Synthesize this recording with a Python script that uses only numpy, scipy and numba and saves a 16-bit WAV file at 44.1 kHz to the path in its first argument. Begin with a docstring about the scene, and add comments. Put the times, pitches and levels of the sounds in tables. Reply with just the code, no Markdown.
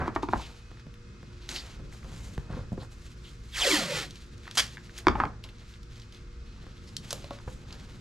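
"""A roll of paper tape is dropped on a workbench and wobbles to rest: each contact is a sum of decaying modes.
Strips are smoothed down by hand: grains of friction noise, nail scrapes, taps, and puffs from creasing tape.
A new strip is peeled off with a falling rasp, glue clicks driving a span whose modes sink; it is torn,
a burst of crackling noise, and the roll is dropped again.
A garage hums and rumbles faintly, in shaped noise and wavering tones, around a close stereo microphone."""
import sys
import numpy as np
from scipy import signal
from scipy.fft import rfft, irfft, next_fast_len
from scipy.io import wavfile
from scipy.ndimage import map_coordinates
from numba import njit

SR = 44100
rng = np.random.default_rng(int(sys.argv[2]) if len(sys.argv) > 2 else 0)


def persist_wave(psi):
    """Save psi, clipped to +-1, as 16-bit WAV."""
    counts = np.round(np.clip(psi, -1, 1) * 32767).astype(np.int16)
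    wavfile.write(sys.argv[1], SR, np.atleast_2d(counts).T)


N = 352932
TIME = np.arange(N) / SR


def amp(db):
    """Level law: decibels to an amplitude ratio."""
    return 10 ** (np.asarray(db) / 20)


def unit(x):
    """Normalization to an rms of 1."""
    return x / np.sqrt(np.mean(x ** 2) + 1e-20)


def along(points, hz):
    """Interpolation of (frequency, value) points on a logarithmic frequency axis."""
    point_hz, value = np.transpose(points)
    return np.interp(np.log(hz + 1), np.log(point_hz + 1), value)


def curves(rows, silent=None):
    """Linear interpolation in time: one curve for each column after the first; silent is the value outside."""
    s, *columns = np.transpose(rows)
    return [np.interp(TIME, s, column, silent, silent) for column in columns]


def wobble(rate):
    """Slow random modulation: a smooth curve through rate random knots a second."""
    knots = rng.standard_normal(int(N * rate / SR) + 4)
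    return map_coordinates(knots, [TIME * rate])


def filtered(x, response):
    """Linear filtering: the spectrum of x times a response of frequency."""
    m = next_fast_len(N + SR // 2)  # padded, so that the end does not wrap onto the start
    return irfft(rfft(x, m) * response(np.fft.rfftfreq(m, 1 / SR)), m)[..., :N]


def coloured(x, spectrum):
    """Spectral shaping by (Hz, dB) points, to an rms of 1."""
    return unit(filtered(x, lambda hz: amp(along(spectrum, hz))))


def crackle(rate, spread_db, share):
    """Shot noise: sparse clicks of widely spread size hold a share of the power, steady noise the rest."""
    u = rng.random((3, N))
    sign = np.sign(u[1] - .5)
    size = amp(-spread_db * np.log(u[2] + 0.025))
    clicks = (u[0] < rate / SR) * sign * size
    share = np.clip(share, 0, 1)
    return np.sqrt(share) * unit(clicks) + np.sqrt(1 - share) * rng.standard_normal(N)


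def ring(modes, t, scatter_db, rise):
    """Modal decay: damped sines, scattered in level and pitch, after a contact of rise seconds; peak 1."""
    x = np.zeros(len(t))
    for hz, db, t60 in modes:
        decay = amp(db + rng.normal(0, scatter_db) - 60 * t / t60)
        x += decay * np.sin(2 * np.pi * (hz * rng.normal(1, 0.038) * t + 0.45 * rng.random()))
    x = x * (1 - np.exp(-(t / rise) ** 2))
    return x / np.abs(x).max()


def add(track, s, x):
    """Superposition: mixes x into track from time s."""
    part = track[round(s * SR):][:len(x)]
    part += x[:len(part)]


@njit
def resonate(x, pole, gain):
    """Time-varying resonance: one complex pole that moves from sample to sample."""
    y, state = np.zeros(len(x)), 0j
    for i in range(len(x)):
        state = state * pole[i] + gain[i] * x[i]
        y[i] = state.real
    return y


# likeness of left and right in the diffuse noise: frequency [Hz], correlation [1]
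LIKENESS = [(60, 1), (180, 0.93), (550, 0.46), (1650, 0.18), (4970, 0.4), (15000, 0.51)]


def wide(spectrum):
    """Partial coherence: mid and side noise share the power so that left and right correlate as LIKENESS says."""
    def response(hz):
        turn = np.arccos(np.clip(along(LIKENESS, hz), -1, 1)) / 2
        return amp(along(spectrum, hz)) * np.array([np.cos(turn), np.sin(turn)])

    mid, side = filtered(rng.standard_normal((2, N)), response)
    return unit(np.array([mid + side, mid - side]))


# garage background over time: time_s [s], rumble_db [dB], drone_db [dB]
ROOM_LEVELS = [(0.0, -63, -41), (0.22, -45, -46.5), (0.62, -50, -54), (1.24, -48, -51.5),
               (2.12, -43, -46.5), (3.14, -46.5, -52.5), (3.5, -47, -52), (3.74, -43.5, -61),
               (3.88, -54, -48), (4.21, -49.5, -52), (4.9, -49, -52), (5.24, -46.5, -52.5),
               (5.59, -49, -52.5), (6.08, -49, -54), (6.39, -44, -52.5), (6.95, -52, -50), (7.42, -46, -49),
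               (8.0, -47.5, -49.5)]
# noise spectra of the garage: frequency [Hz], density [dB per Hz]
RUMBLE_SPECTRUM = [(12, -39), (20, 1), (60, 7.5), (78, -4), (91, -27), (110, -9.5), (140, -47), (240, -120)]
DRONE_SPECTRUM = [(53, -18.5), (90, 0.5), (124, -2.5), (287, -13), (323, -16.5), (347, -14.5), (600, -25.5),
                  (780, -63), (1320, -120)]
HISS_SPECTRUM = [(290, -29), (500, -9.5), (529, -13), (788, -11.5), (1320, 0), (2360, -11), (2570, -8.5),
                 (2880, -11.5), (5160, -10.5), (7580, -18.5), (12100, -38.5), (15000, -56)]
# machine tones: pitch_hz [Hz], level_db [dB], change_start_s [s], change_db [dB]
MACHINE_TONES = [(114.2, -53.5, 9, 0), (221, -61.5, 9, 0), (354.4, -63.5, 9, 0), (473, -67, 9, 0),
                 (2124, -75, 9, 0), (2533, -66.5, 2.86, -9)]
HISS_DB, TONE_CHANGE_S = -61, 0.3


def garage():
    """Slowly varying noise and wavering tones: lumpy rumble, a drone, hiss and machine hum."""
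    rumble_db, drone_db = curves(ROOM_LEVELS)
    tones = np.zeros(N)
    for hz, db, s, change_db in MACHINE_TONES:
        level_db = db + change_db * np.clip((TIME - s) / TONE_CHANGE_S, 0, 1) + 2.9 * wobble(5.4)
        tones += amp(level_db) * np.sin(2 * np.pi * hz * TIME + 1.0 * wobble(8))
    rumble = amp(rumble_db + 0.97 * wobble(16.0)) * wide(RUMBLE_SPECTRUM)
    drone = amp(drone_db + 2.16 * wobble(11)) * wide(DRONE_SPECTRUM)
    hiss = amp(HISS_DB + 0.46 * wobble(7.1)) * wide(HISS_SPECTRUM)
    return rumble + drone + hiss + tones


# swells of rustle and scuffing, from hands or from the roll settling: loudest_s [s], rise_s [s], fall_s [s],
# rustle_db [dB], brightness_db [dB against the rustle], scuff_db [dB]
FRICTION_SWELLS = [(0.003, 0.15, 0.15, -56, -11, -30.5), (0.078, 0.018, 0.014, -55, -9, -47),
                   (0.151, 0.0036, 0.025, -51, -5, -54), (0.227, 0.0028, 0.019, -41, -11, -65),
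                   (0.4, 0.18, 0.29, -52.5, -5, -51.5), (0.709, 0.02, 0.026, -54.5, -11, -56),
                   (0.8, 0.043, 0.032, -58.5, -15, -76), (1.471, 0.71, .05, -62.5, -11, -67),
                   (1.493, 0.014, 0.19, -54.5, 5.5, -49), (1.57, 0.072, 0.08, -48.5, -10, -55),
                   (1.68, 0.24, 0.35, -57.5, -12, -56.5), (1.93, 0.011, 0.057, -59.5, 4, -57),
                   (2.12, 0.19, 0.55, -58.5, -2.5, -56), (2.26, 0.22, 0.1, -70.5, 13, -72),
                   (2.505, 0.015, 0.069, -67, -17, -49), (2.56, 0.14, 0.13, -58, -11.5, -47.5),
                   (2.73, .02, 0.035, -73, 10, -66), (2.829, 0.043, 0.033, -60, 5, -45.5),
                   (2.92, .02, 0.063, -63.5, 3, -62), (3.05, 0.16, 0.19, -62, -1, -78),
                   (3.28, 0.18, 0.097, -62, -2, -76), (3.5, 0.21, 0.067, -60.5, -1.5, -72),
                   (4.1, 0.054, 0.39, -56, -4.5, -76), (4.5, 0.14, 0.11, -57.5, -12, -60),
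                   (4.555, 0.0091, 0.072, -52.5, 10, -58), (4.64, 0.15, 0.35, -55, -5, -62),
                   (4.987, 0.088, 0.053, -52.5, -3.5, -68), (5.2, 0.18, 0.14, -59.5, -6, -37),
                   (5.447, 0.019, 0.081, -58.5, -8, -53.5), (5.62, 0.13, 0.045, -56.5, -11.5, -66.5),
                   (5.71, 0.11, 0.12, -61.5, -4.5, -85), (5.97, 0.13, 0.15, -61, -7, -67),
                   (6.13, 0.017, 0.093, -58.5, -7, -68), (6.6, 0.78, 0.85, -62, -12, -67),
                   (6.88, 0.08, 0.26, -70, 4, -74), (7.05, 0.078, 0.2, -58, -3, -59),
                   (7.11, 0.017, 0.13, -54.5, 1.5, -50.5), (7.3, 0.16, 0.38, -60, -18, -56.5),
                   (7.55, 0.28, 0.098, -69, 8, -75), (7.73, 0.11, 0.17, -60.5, -11, -57.5),
                   (7.9, 0.34, 0.26, -60.5, -4.5, -59)]
SWELL_EDGE_DB = 20  # a swell is this much quieter one rise before and one fall after its loudest moment


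def rustle_and_scuff():
    """Friction noise: clumps of rustling and scuffing, from hands or from the roll settling, swell and fade."""
    t = TIME[::32]  # the swells are slow enough for a coarse time grid
    levels = np.zeros((3, len(t)))
    for s, rise, fall, rustle_db, bright_db, scuff_db in FRICTION_SWELLS:
        swell = amp(-SWELL_EDGE_DB * np.where(t < s, (s - t) / rise, (t - s) / fall))
        levels += amp([[rustle_db], [rustle_db + bright_db], [scuff_db]]) * swell
    rustle, bright, scuffing = [np.interp(TIME, t, level) for level in levels]
    grains = crackle(rate=1600, spread_db=5.5, share=0.37) * amp(2.67 * wobble(45))
    # the three spectra: (Hz, dB)
    body = coloured(grains, [(1000, -3.0), (2000, 7.0), (4200, 8.5), (6500, -5.5), (8000, -35)])
    edge = coloured(grains, [(5000, -7.5), (7000, 0.5), (10000, -10.5), (12500, -14.5), (15500, -47.0)])
    scuff = coloured(crackle(rate=600, spread_db=4.5, share=0.6),
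                     [(250, 1.0), (450, -5.5), (900, -5.5), (1600, -7.5), (2600, -23.5), (5000, -62)])
    return rustle * body + bright * edge + scuffing * amp(1.35 * wobble(40)) * scuff


# the roll's rim meets the bench: start_s [s], slap_db [dB], slap_hz [Hz], then against the slap:
# ring_db [dB], tick_db [dB], bench_top_db [dB], frame_db [dB]; contact_s [s]
RIM_CONTACTS = [(0.012, -38, 1050, 6, -17, -12, 6, 0.0013), (0.079, -21.5, 930, -4, -29, -2, -17, 0.00054),
                (0.0906, -29.5, 980, -7, -25, -6, -13, 0.00097),
                (0.1612, -15.5, 910, -1.5, -13, -8, -17, 0.0008),
                (0.2304, -25, 840, 1.5, -22, 0.5, -11, 0.0016),
                (0.2874, -23, 894, -2.5, -10, -2, -9, 0.00074),
                (0.329, -23.5, 1040, -11, -19, -8, -22, 0.00048),
                (0.334, -10, 920, -8, -21, -17.5, -24, 0.0013),
                (0.359, -26, 890, -9, -19, -12, -4.5, 0.00062), (0.366, -42, 900, -7, -20, -12, 7, 0.001),
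                (0.397, -35, 1050, 3, -13, -12, -28, 0.00039),
                (5.0693, -4.5, 1044, -16.5, -8, -8, -21.5, 0.00059),
                (5.0833, -8.5, 1200, -10.5, -3.5, -9.5, -12.5, 0.00046),
                (5.095, -33, 1500, -8, -15, -20.5, -12, 0.00051),
                (5.153, -21, 1010, 0, -27, -12, -7.5, 0.0014),
                (5.2013, -11, 1010, -2.5, -19, -21, -24, 0.00067),
                (5.2175, -37, 990, -8, -25, -22, -25, 0.00076),
                (5.2315, -29, 1040, -8, -25, -28.5, -22, 0.00079),
                (5.2362, -12, 970, -6.5, -22, -22, -27, 0.001),
                (5.2534, -29.5, 1300, -9, 1, -26, -17, 0.00015),
                (5.264, -48, 1050, -8, -13, -21, -15, 0.00076)]
# modes of the roll, the bench top and the bench frame: pitch_hz [Hz], level_db [dB], t60_s [s]
ROLL_MODES = [(740, -4.5, 0.026), (903, 6, 0.035), (954, 4, 0.042), (1230, 6, 0.024), (1493, -0.5, 0.018),
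              (1730, -1, 0.017), (2260, -10, 0.024)]
BENCH_TOP_MODES = [(232, -4, 0.1), (317, 4, 0.073), (349, 2, 0.053), (402, -12, 0.05)]
FRAME_MODES = [(57.7, -5, 0.47), (104, 6, 0.12), (135, -12, 0.12), (192, -2, 0.1)]


def drops():
    """Impact excitation: each contact is one slap that ticks, rings the cardboard roll and thumps the bench."""
    out, frame, t = np.zeros(N), np.zeros((2, N)), TIME[:SR // 4]
    buzz_band = signal.butter(3, [600, 2300], "band", fs=SR)
    for s, db, hz, ring_db, tick_db, top_db, frame_db, contact in RIM_CONTACTS:
        slap = -ring([(hz, -2.5, 0.0085), (1.35 * hz, -8, 0.008)], t, 0.71, rise=contact)
        tick = ring([(2250, 6.5, 0.0077), (3280, 3, 0.005), (4500, 2.7, 0.0031)], t, 1.6, rise=0.32 * contact)
        buzz = unit(signal.lfilter(*buzz_band, rng.standard_normal(len(t))))
        roll = ring(ROLL_MODES, t, 3.6, rise=2 * contact)
        roll = roll + amp(-15.5 - 60 * t / 0.042) * buzz  # loose tape layers buzz along
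        top = ring(BENCH_TOP_MODES, t, 1.3, rise=0.0015)
        add(out, s, amp(db) * (slap + amp(tick_db) * tick + amp(ring_db) * roll + amp(top_db) * top))
        both, apart = [amp(db + frame_db) * ring(FRAME_MODES, t, 0.47, rise=0.0013) for _ in range(2)]
        for port, sign in zip(frame, (1, -1)):  # the frame shakes the two microphone ports a little differently
            add(port, s, both + sign * amp(-7.5) * apart)
    return out, frame


# noise of the shaken bench: frequency [Hz], density [dB per Hz]
BOOM_SPECTRUM = [(40, -19), (70, 3.5), (130, -6), (220, 3.5), (330, -4.5), (500, -11), (1000, -67)]
RATTLE_SPECTRUM = [(150, -1), (250, 2), (450, -4), (650, -3.5), (1000, -9), (1600, -15), (2400, -22),
                   (3200, -38), (5000, -66)]
BOOM_DB, BOOM_T60_S, RATTLE_DB, RATTLE_T60_S = -27.5, 0.22, -24.5, 0.15  # levels against the slap


def shudder():
    """Reverberant decay in a structure: after each contact the bench booms and loose things on it rattle."""
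    boom, rattle, t = np.zeros(N), np.zeros(N), TIME[:SR // 2]
    for s, db, *_ in RIM_CONTACTS:
        add(boom, s, amp(db + BOOM_DB - 60 * t / BOOM_T60_S) * (1 - np.exp(-t / 0.0023)))
        add(rattle, s, amp(db + RATTLE_DB - 60 * t / RATTLE_T60_S) * (1 - np.exp(-t / 0.0026)))
    boom = boom * coloured(rng.standard_normal(N), BOOM_SPECTRUM)
    return boom + rattle * coloured(rng.standard_normal(N), RATTLE_SPECTRUM)


# tape creases and sticks: start_s [s], level_db [dB], pitch_hz [Hz], t60_s [s], edge_db [dB against the puff]
TAPE_SNAPS = [(0.224, -36, 1540, 0.011, -30), (0.771, -48, 1510, 0.013, -25),
              (0.796, -45.5, 1910, 0.015, -24), (0.9404, -45.5, 2640, 0.019, -8),
              (1.49, -35, 1580, 0.0099, -28), (1.491, -21, 3970, 0.014, -27),
              (1.4957, -39, 4100, 0.015, -19), (1.514, -31, 3860, 0.015, -23),
              (1.527, -30, 3980, 0.018, -18), (1.5619, -21.5, 3720, 0.02, -20),
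              (1.574, -34, 4000, 0.023, -24), (1.589, -42, 4200, 0.015, -24),
              (1.926, -41, 1690, 0.014, -15), (2.0298, -42.5, 1680, 0.022, -30),
              (2.1031, -50, 3860, 0.016, -17), (2.3795, -53, 4800, 0.0053, -40),
              (2.8045, -46, 3760, 0.015, -19), (4.1084, -32.5, 4400, 0.018, -29),
              (4.157, -36, 3340, 0.014, -27), (4.3793, -45, 5040, 0.015, -19),
              (4.455, -41.5, 1580, 0.011, -24), (4.469, -39, 1620, 0.024, -40),
              (4.4771, -31.5, 1590, 0.023, -18), (4.512, -27, 4400, 0.0099, -22),
              (4.5122, -33.5, 2100, 0.016, -30), (4.7714, -30, 1570, 0.011, -38),
              (4.78, -37, 1460, 0.013, -29), (4.895, -40, 1630, 0.018, -26),
              (4.9797, -26, 5030, 0.016, -25), (4.9868, -30.5, 1760, 0.005, 2),
              (5.439, -32.5, 3530, 0.042, -12.5), (5.4884, -40.5, 2810, 0.064, -18),
              (5.5842, -49, 4220, 0.015, -25), (5.7386, -43, 3220, 0.035, -25),
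              (5.7573, -47, 2530, 0.018, -24), (5.831, -42, 4480, 0.022, -14),
              (5.958, -43, 3630, 0.019, -25), (5.9983, -42, 4560, 0.023, -25),
              (6.0188, -42, 3760, 0.021, -27), (6.124, -40.5, 4370, 0.022, -18),
              (6.147, -45, 4200, 0.018, -20), (6.165, -45, 2800, 0.022, -20),
              (6.9667, -19, 4870, 0.013, -37), (7.1069, -22, 5100, 0.052, -28),
              (7.1085, -31.5, 1270, 0.027, -30), (7.109, -32.5, 2700, 0.033, -30),
              (7.1291, -19, 4260, 0.022, -2), (7.243, -37, 3280, 0.015, -23),
              (7.307, -36, 3200, 0.018, -10), (7.387, -41, 1450, 0.015, -23),
              (7.388, -45, 4200, 0.012, -23), (7.399, -43, 1100, 0.028, -30),
              (7.4794, -39, 1400, 0.04, -30), (7.707, -37.5, 3040, 0.027, -25),
              (7.7263, -32.5, 3880, 0.018, -27)]


def snaps():
    """Sudden release: a short puff of noise around the crease's pitch, with a thin bright edge."""
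    out, t = np.zeros(N), TIME[:SR // 6]
    edge_band = signal.butter(3, [6000, 12000], "band", fs=SR, output="sos")
    for s, db, hz, t60, edge_db in TAPE_SNAPS:
        decay_rate = 60 / max(t60, .003) * np.array([[1], [2.2]])  # dB per second; the edge dies faster
        noise = rng.standard_normal((2, len(t))) * amp(-decay_rate * t)
        noise[:, 0] = 4.1  # the crease gives way at once
        puff_band = signal.butter(2, [0.68 * hz, 1.36 * hz], "band", fs=SR, output="sos")
        puff = signal.sosfilt(puff_band, noise[0])
        edge = signal.sosfilt(edge_band, noise[1])
        add(out, s, amp(db) * (puff / np.abs(puff).max() + amp(edge_db) * edge / np.abs(edge).max()))
    return out


# a fingernail drags over the tape: middle_s [s], half_length_s [s], centre_hz [Hz], level_db [dB]
NAIL_SCRAPES = [(0.436, 0.035, 3120, -49.5), (1.577, 0.028, 4450, -38.5), (2.814, 0.015, 4030, -52.5),
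                (3.263, 0.024, 3400, -53), (6.882, 0.018, 4830, -58)]


def scrapes():
    """Friction exciting a resonance: soft swells of grit in one band."""
    grit = crackle(rate=1500, spread_db=2.0, share=0.83)
    out = np.zeros(N)
    for s, half, hz, db in NAIL_SCRAPES:
        band = signal.butter(2, [0.8 * hz, 1.13 * hz], "band", fs=SR, output="sos")
        swell = np.exp(-((TIME - s) / half) ** 2)
        out += amp(db) * swell * unit(signal.sosfilt(band, grit))
    return out


# fingers tap the work piece: start_s [s], push_db [dB], push_hz [Hz], ring_db [dB], edge_db [dB]
FINGER_TAPS = [(0.7157, -51, 108, -55, -37), (0.8674, -33, 150, -58, -39), (1.23, -42, 152, -47, -36.5),
               (1.793, -45, 178, -49, -52), (2.046, -40, 112, -50, -36), (2.3791, -22.5, 121, -61, -23.5),
               (2.501, -26.5, 152, -47, -41), (2.523, -30.5, 115.4, -57, -54),
               (2.545, -30.5, 120, -43, -55), (2.566, -31.5, 221, -35.5, -45), (2.575, -38, 250, -41, -42),
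               (2.589, -29.5, 89, -44, -58), (2.608, -36, 94.2, -58, -55), (2.718, -23.5, 163, -43, -44),
               (2.728, -21, 166, -46, -52), (2.777, -27.5, 313, -38, -38), (2.785, -28.5, 111, -66, -57),
               (6.641, -46, 90.5, -61, -41.5), (6.667, -48, 92, -50, -36), (7.129, -30, 480, -40, -22),
               (7.2415, -32.5, 104, -37.5, -48), (7.307, -31.5, 249, -29.5, -52),
               (7.4756, -28, 105, -35.5, -38)]
# modes of the board: pitch_hz [Hz], level_db [dB], t60_s [s]
BOARD_MODES = [(490, -10, .09), (541, 0.5, 0.18), (593, -4.5, 0.063), (700, 5, 0.028), (880, 2.5, 0.022),
               (1080, -1.5, 0.049), (1340, -1, 0.028), (1800, -5, 0.016)]
NAIL_S = 0.00012  # contact time of a fingernail
PUSH_LAG_S, PUSH_CYCLES = 0.0013, 5.5  # the fingertip lands after the nail; cycles until 60 dB down


def taps():
    """Hard and soft impact: the nail's edge and the board's ring, then a soft push that hardly rings."""
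    out, t = np.zeros(N), TIME[:SR // 4]
    for s, db, hz, ring_db, edge_db in FINGER_TAPS:
        turns = hz * t
        push = -np.sin(2 * np.pi * turns) * amp(-60 * turns / PUSH_CYCLES) * (1 - np.exp(-t / 0.00085))
        overtone = ring([(3.67 * hz, 0, 2.0 / hz)], t, 0.25, rise=0.00066)
        push = push / np.abs(push).max() + amp(-15) * overtone
        pulse = -np.e * t / NAIL_S * np.exp(-t / NAIL_S)
        clack = ring([(820, 2, 0.0048), (1290, -3.5, 0.012), (1890, 6, 0.005)], t, 0.75, rise=0.00057)
        edge = pulse + amp(-12.5) * clack
        add(out, s + PUSH_LAG_S, amp(db) * push)
        add(out, s, amp(ring_db) * ring(BOARD_MODES, t, 0.86, rise=0.0016) + amp(edge_db) * edge)
    return out


# free span of tape while it is peeled: time_s [s], lowest_mode_hz [Hz],
# ringing of the first, the second and the higher modes [dB, dB, dB]
FREE_SPAN = [(3.52, 3830, -7, -6, -6), (3.551, 3180, -5, -5, -3), (3.601, 1270, 0, 0, -4),
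             (3.63, 860, 2, 5, 6), (3.661, 576, -1, -3, -2), (3.695, 434, -1, -6, -1),
             (3.73, 340, 4.5, -2, 6), (3.79, 243, -0.5, -1.5, -5), (3.85, 183, 1.5, -4, -5),
             (3.89, 168, 4, -1.5, -6), (3.94, 153, 1, 2, 1), (3.99, 138, 2, -13, -9),
             (4.08, 116, 0, -6, -7)]
# modes of the span: multiple of the lowest [1], sharpness Q of each resonator [1], level_db [dB]
MODE_SERIES = [(1.0, 3.4, -7.5), (3.3, 5.1, -9.5), (6.05, 10, -9.5), (9.4, 14, -19), (11.2, 12, -20),
               (13.2, 21, -21), (16, 15, -18.5)]
# the pull: time_s [s], rasp_db [dB], treble_db [dB]
PULL_LEVELS = [(3.51, -59, 0), (3.545, -36.5, -6.5), (3.575, -32, -0.5), (3.634, -30.5, 0),
               (3.7, -28.5, 2.5), (3.754, -27.5, 1), (3.81, -33, -2), (3.874, -38.5, -3), (3.968, -34, -2),
               (4.03, -38, -3.3), (4.09, -59.5, -3)]
# glue threads snapping: frequency [Hz], density [dB per Hz]
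GLUE_SPECTRUM = [(410, -3.5), (700, -8), (955, -5), (1070, -3.5), (1690, -1), (2000, -2.5), (4130, -2),
                 (11900, -17.5), (15500, -38)]
# how well a span mode is heard at each pitch: pitch_hz [Hz], level_db [dB]
RADIATION = [(110, -2), (200, 1), (340, 1.5), (550, 0.5), (900, -2.5), (1400, 1), (2000, 4), (3200, 5),
             (5000, -2), (9000, -19)]
# the hollow roll colours the rasp: centre_hz [Hz], width_hz [Hz], lift_db [dB]
CORE_RESONANCES = [(351, 68, 6), (543, 80, 8), (2050, 300, 3), (3240, 550, 2), (4400, 500, 2),
                   (5250, 650, 3), (7300, 1200, 5.5)]
TREBLE_HZ = 4600  # the rasp's treble starts here


def hollow_roll(f):
    """Cavity resonance: the response of parallel band-pass lifts."""
    response = 1
    for centre, width, lift_db in CORE_RESONANCES:
        band = 1j * f * width / (centre * centre - f * f + 1j * f * width)
        response = response + (amp(lift_db) - 1) * band
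    return response


def peel():
    """Parametric resonance: snapping glue drives the free span, whose modes sink as it lengthens."""
    s, lowest_hz, *ringing_db = np.transpose(FREE_SPAN)
    hz = np.exp(np.interp(TIME, s, np.log(lowest_hz)))
    level_db, treble_db = curves(PULL_LEVELS, -120)
    glue = crackle(rate=6000, spread_db=3.5, share=0.71)
    rasp = coloured(glue, GLUE_SPECTRUM)
    keep = np.exp(-2 * np.pi * 0.51 * hz / SR)
    for _ in range(2):  # a short span radiates little below its lowest mode
        rasp = rasp - resonate(rasp, keep + 0j, 1 - keep)
    for k, (multiple, q, db) in enumerate(MODE_SERIES):
        centre_hz = multiple * hz * (1 + 0.035 * wobble(90))  # the tension flutters
        centre_hz = np.minimum(centre_hz, SR / 2.5)
        damping = np.pi * centre_hz / q / SR
        pole = np.exp(-damping + 2j * np.pi * centre_hz / SR)
        mode = resonate(resonate(glue, pole, 2 * damping), pole, 2 * np.sqrt(damping))
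        flicker_db = 2.2 * wobble(90)
        ring_db = np.interp(TIME, s, ringing_db[min(k, 2)])
        rasp = rasp + amp(db + ring_db + along(RADIATION, centre_hz) + flicker_db) * mode
    treble = filtered(rasp, lambda f: 1 / (1 + (TREBLE_HZ / (f + 1)) ** 6))
    rasp = rasp + (amp(treble_db) - 1) * treble
    rasp = rasp * amp(level_db + 0.78 * wobble(220))  # the peel line sticks and slips
    return filtered(rasp, hollow_roll)


# paper fibres tearing: frequency [Hz], density [dB per Hz]
PAPER_SPECTRUM = [(180, -31.5), (300, -19.5), (800, -11.5), (1410, -11), (1810, -9.5), (2700, -12.5),
                  (3170, -3), (3700, -11), (4800, -7.5), (6500, -12), (8000, -18), (11300, -24),
                  (14500, -40), (15500, -66)]
TEAR_S, TEAR_DB, TEAR_ATTACK_S, TEAR_HOLD_S = 4.572, -22, 0.0015, .035
TEAR_TAIL_DB, TEAR_T60_S = -11.5, 0.22  # the last fibres, against the rip


def tear():
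    """Successive fracture: a quick run of breaking fibres that stops short; the last ones trail off."""
    t = TIME - TEAR_S
    after_db = np.where(t > TEAR_HOLD_S, TEAR_TAIL_DB - 60 * (t - TEAR_HOLD_S) / TEAR_T60_S, 0)
    shape = np.clip(t / TEAR_ATTACK_S, 0, 1) * amp(TEAR_DB + after_db)
    fibres = coloured(crackle(rate=4500, spread_db=3, share=.6), PAPER_SPECTRUM)
    return shape * amp(2.5 * wobble(300)) * fibres


# reverberation of the room: frequency [Hz], t60_s [s]
WALL_DECAY = [(100, 0.29), (1000, 0.22), (4000, 0.18), (12000, 0.19)]


def walls(x, width):
    """Diffuse reverberation: each frequency dies at its own speed in a random tail."""
    out, step = np.zeros((2, N + SR)), SR // 6
    for start in range(0, N, step):  # each stretch of sound gets its own random diffuse tail
        hz, t, z = signal.stft(rng.standard_normal((2, SR // 3)), SR, nperseg=256)
        decay = amp(-60 * t / along(WALL_DECAY, hz)[:, None])
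        mid, side = signal.istft(z * decay, SR, nperseg=256)[1]
        tail = np.array([mid + width * side, mid - width * side])
        answer = signal.fftconvolve(x[None, start:start + step], tail / np.linalg.norm(tail[0]), axes=1)
        out[:, start + 200:][:, :answer.shape[1]] += answer  # 200 samples after the direct sound
    return out[:, :N]


def scene():
    """Superposition of direct sound, placed by level differences, with reverberation and background."""
    knocks, frame = drops()
    rip = peel()
    tape = tear() + snaps() + scrapes() + rustle_and_scuff()
    bench = knocks + taps() + shudder()
    # gains in dB: left, right
    near = rip * amp([[-.55], [.55]]) + tape * amp([[-.15], [.15]]) + bench * amp([[-.1], [.1]]) + frame
    room = amp(-10.5) * walls(tape + rip, width=0.39) + amp(-10.5) * walls(bench, width=0.5)
    return near + room + garage()


# phase between the two microphone ports: frequency [Hz], phase [rad]
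PORT_PHASE = [(500, -0.13), (1900, -0.64), (3000, -0.95), (5300, -0.37), (10000, -0.77), (12000, -0.27)]
# the housing scatters sound unlike to each port: frequency [Hz], level_db [dB]
HOUSING_SCATTER = [(600, -40.5), (1500, -17.5), (5000, -18.5), (9000, -14.5), (14000, -1)]
TOP_HZ = 15612  # band limit


def record(dry):
    """Diffraction at two ports: they differ in phase and scattered treble; the band limit cuts the top."""
    echoes = rng.standard_normal(SR // 300)
    scattered = np.convolve(dry.mean(0), echoes / np.linalg.norm(echoes))[:N]
    scattered = filtered(scattered, lambda hz: amp(along(HOUSING_SCATTER, hz)))
    scattered = scattered * wobble(30)  # a slow random wobble keeps the treble diffuse between left and right
    sides = np.array([[1], [-1]])
    return filtered(dry + sides * scattered,
                    lambda hz: np.exp(.5j * sides * along(PORT_PHASE, hz)) * (hz < TOP_HZ))


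dry = scene()
out = record(dry)
persist_wave(out)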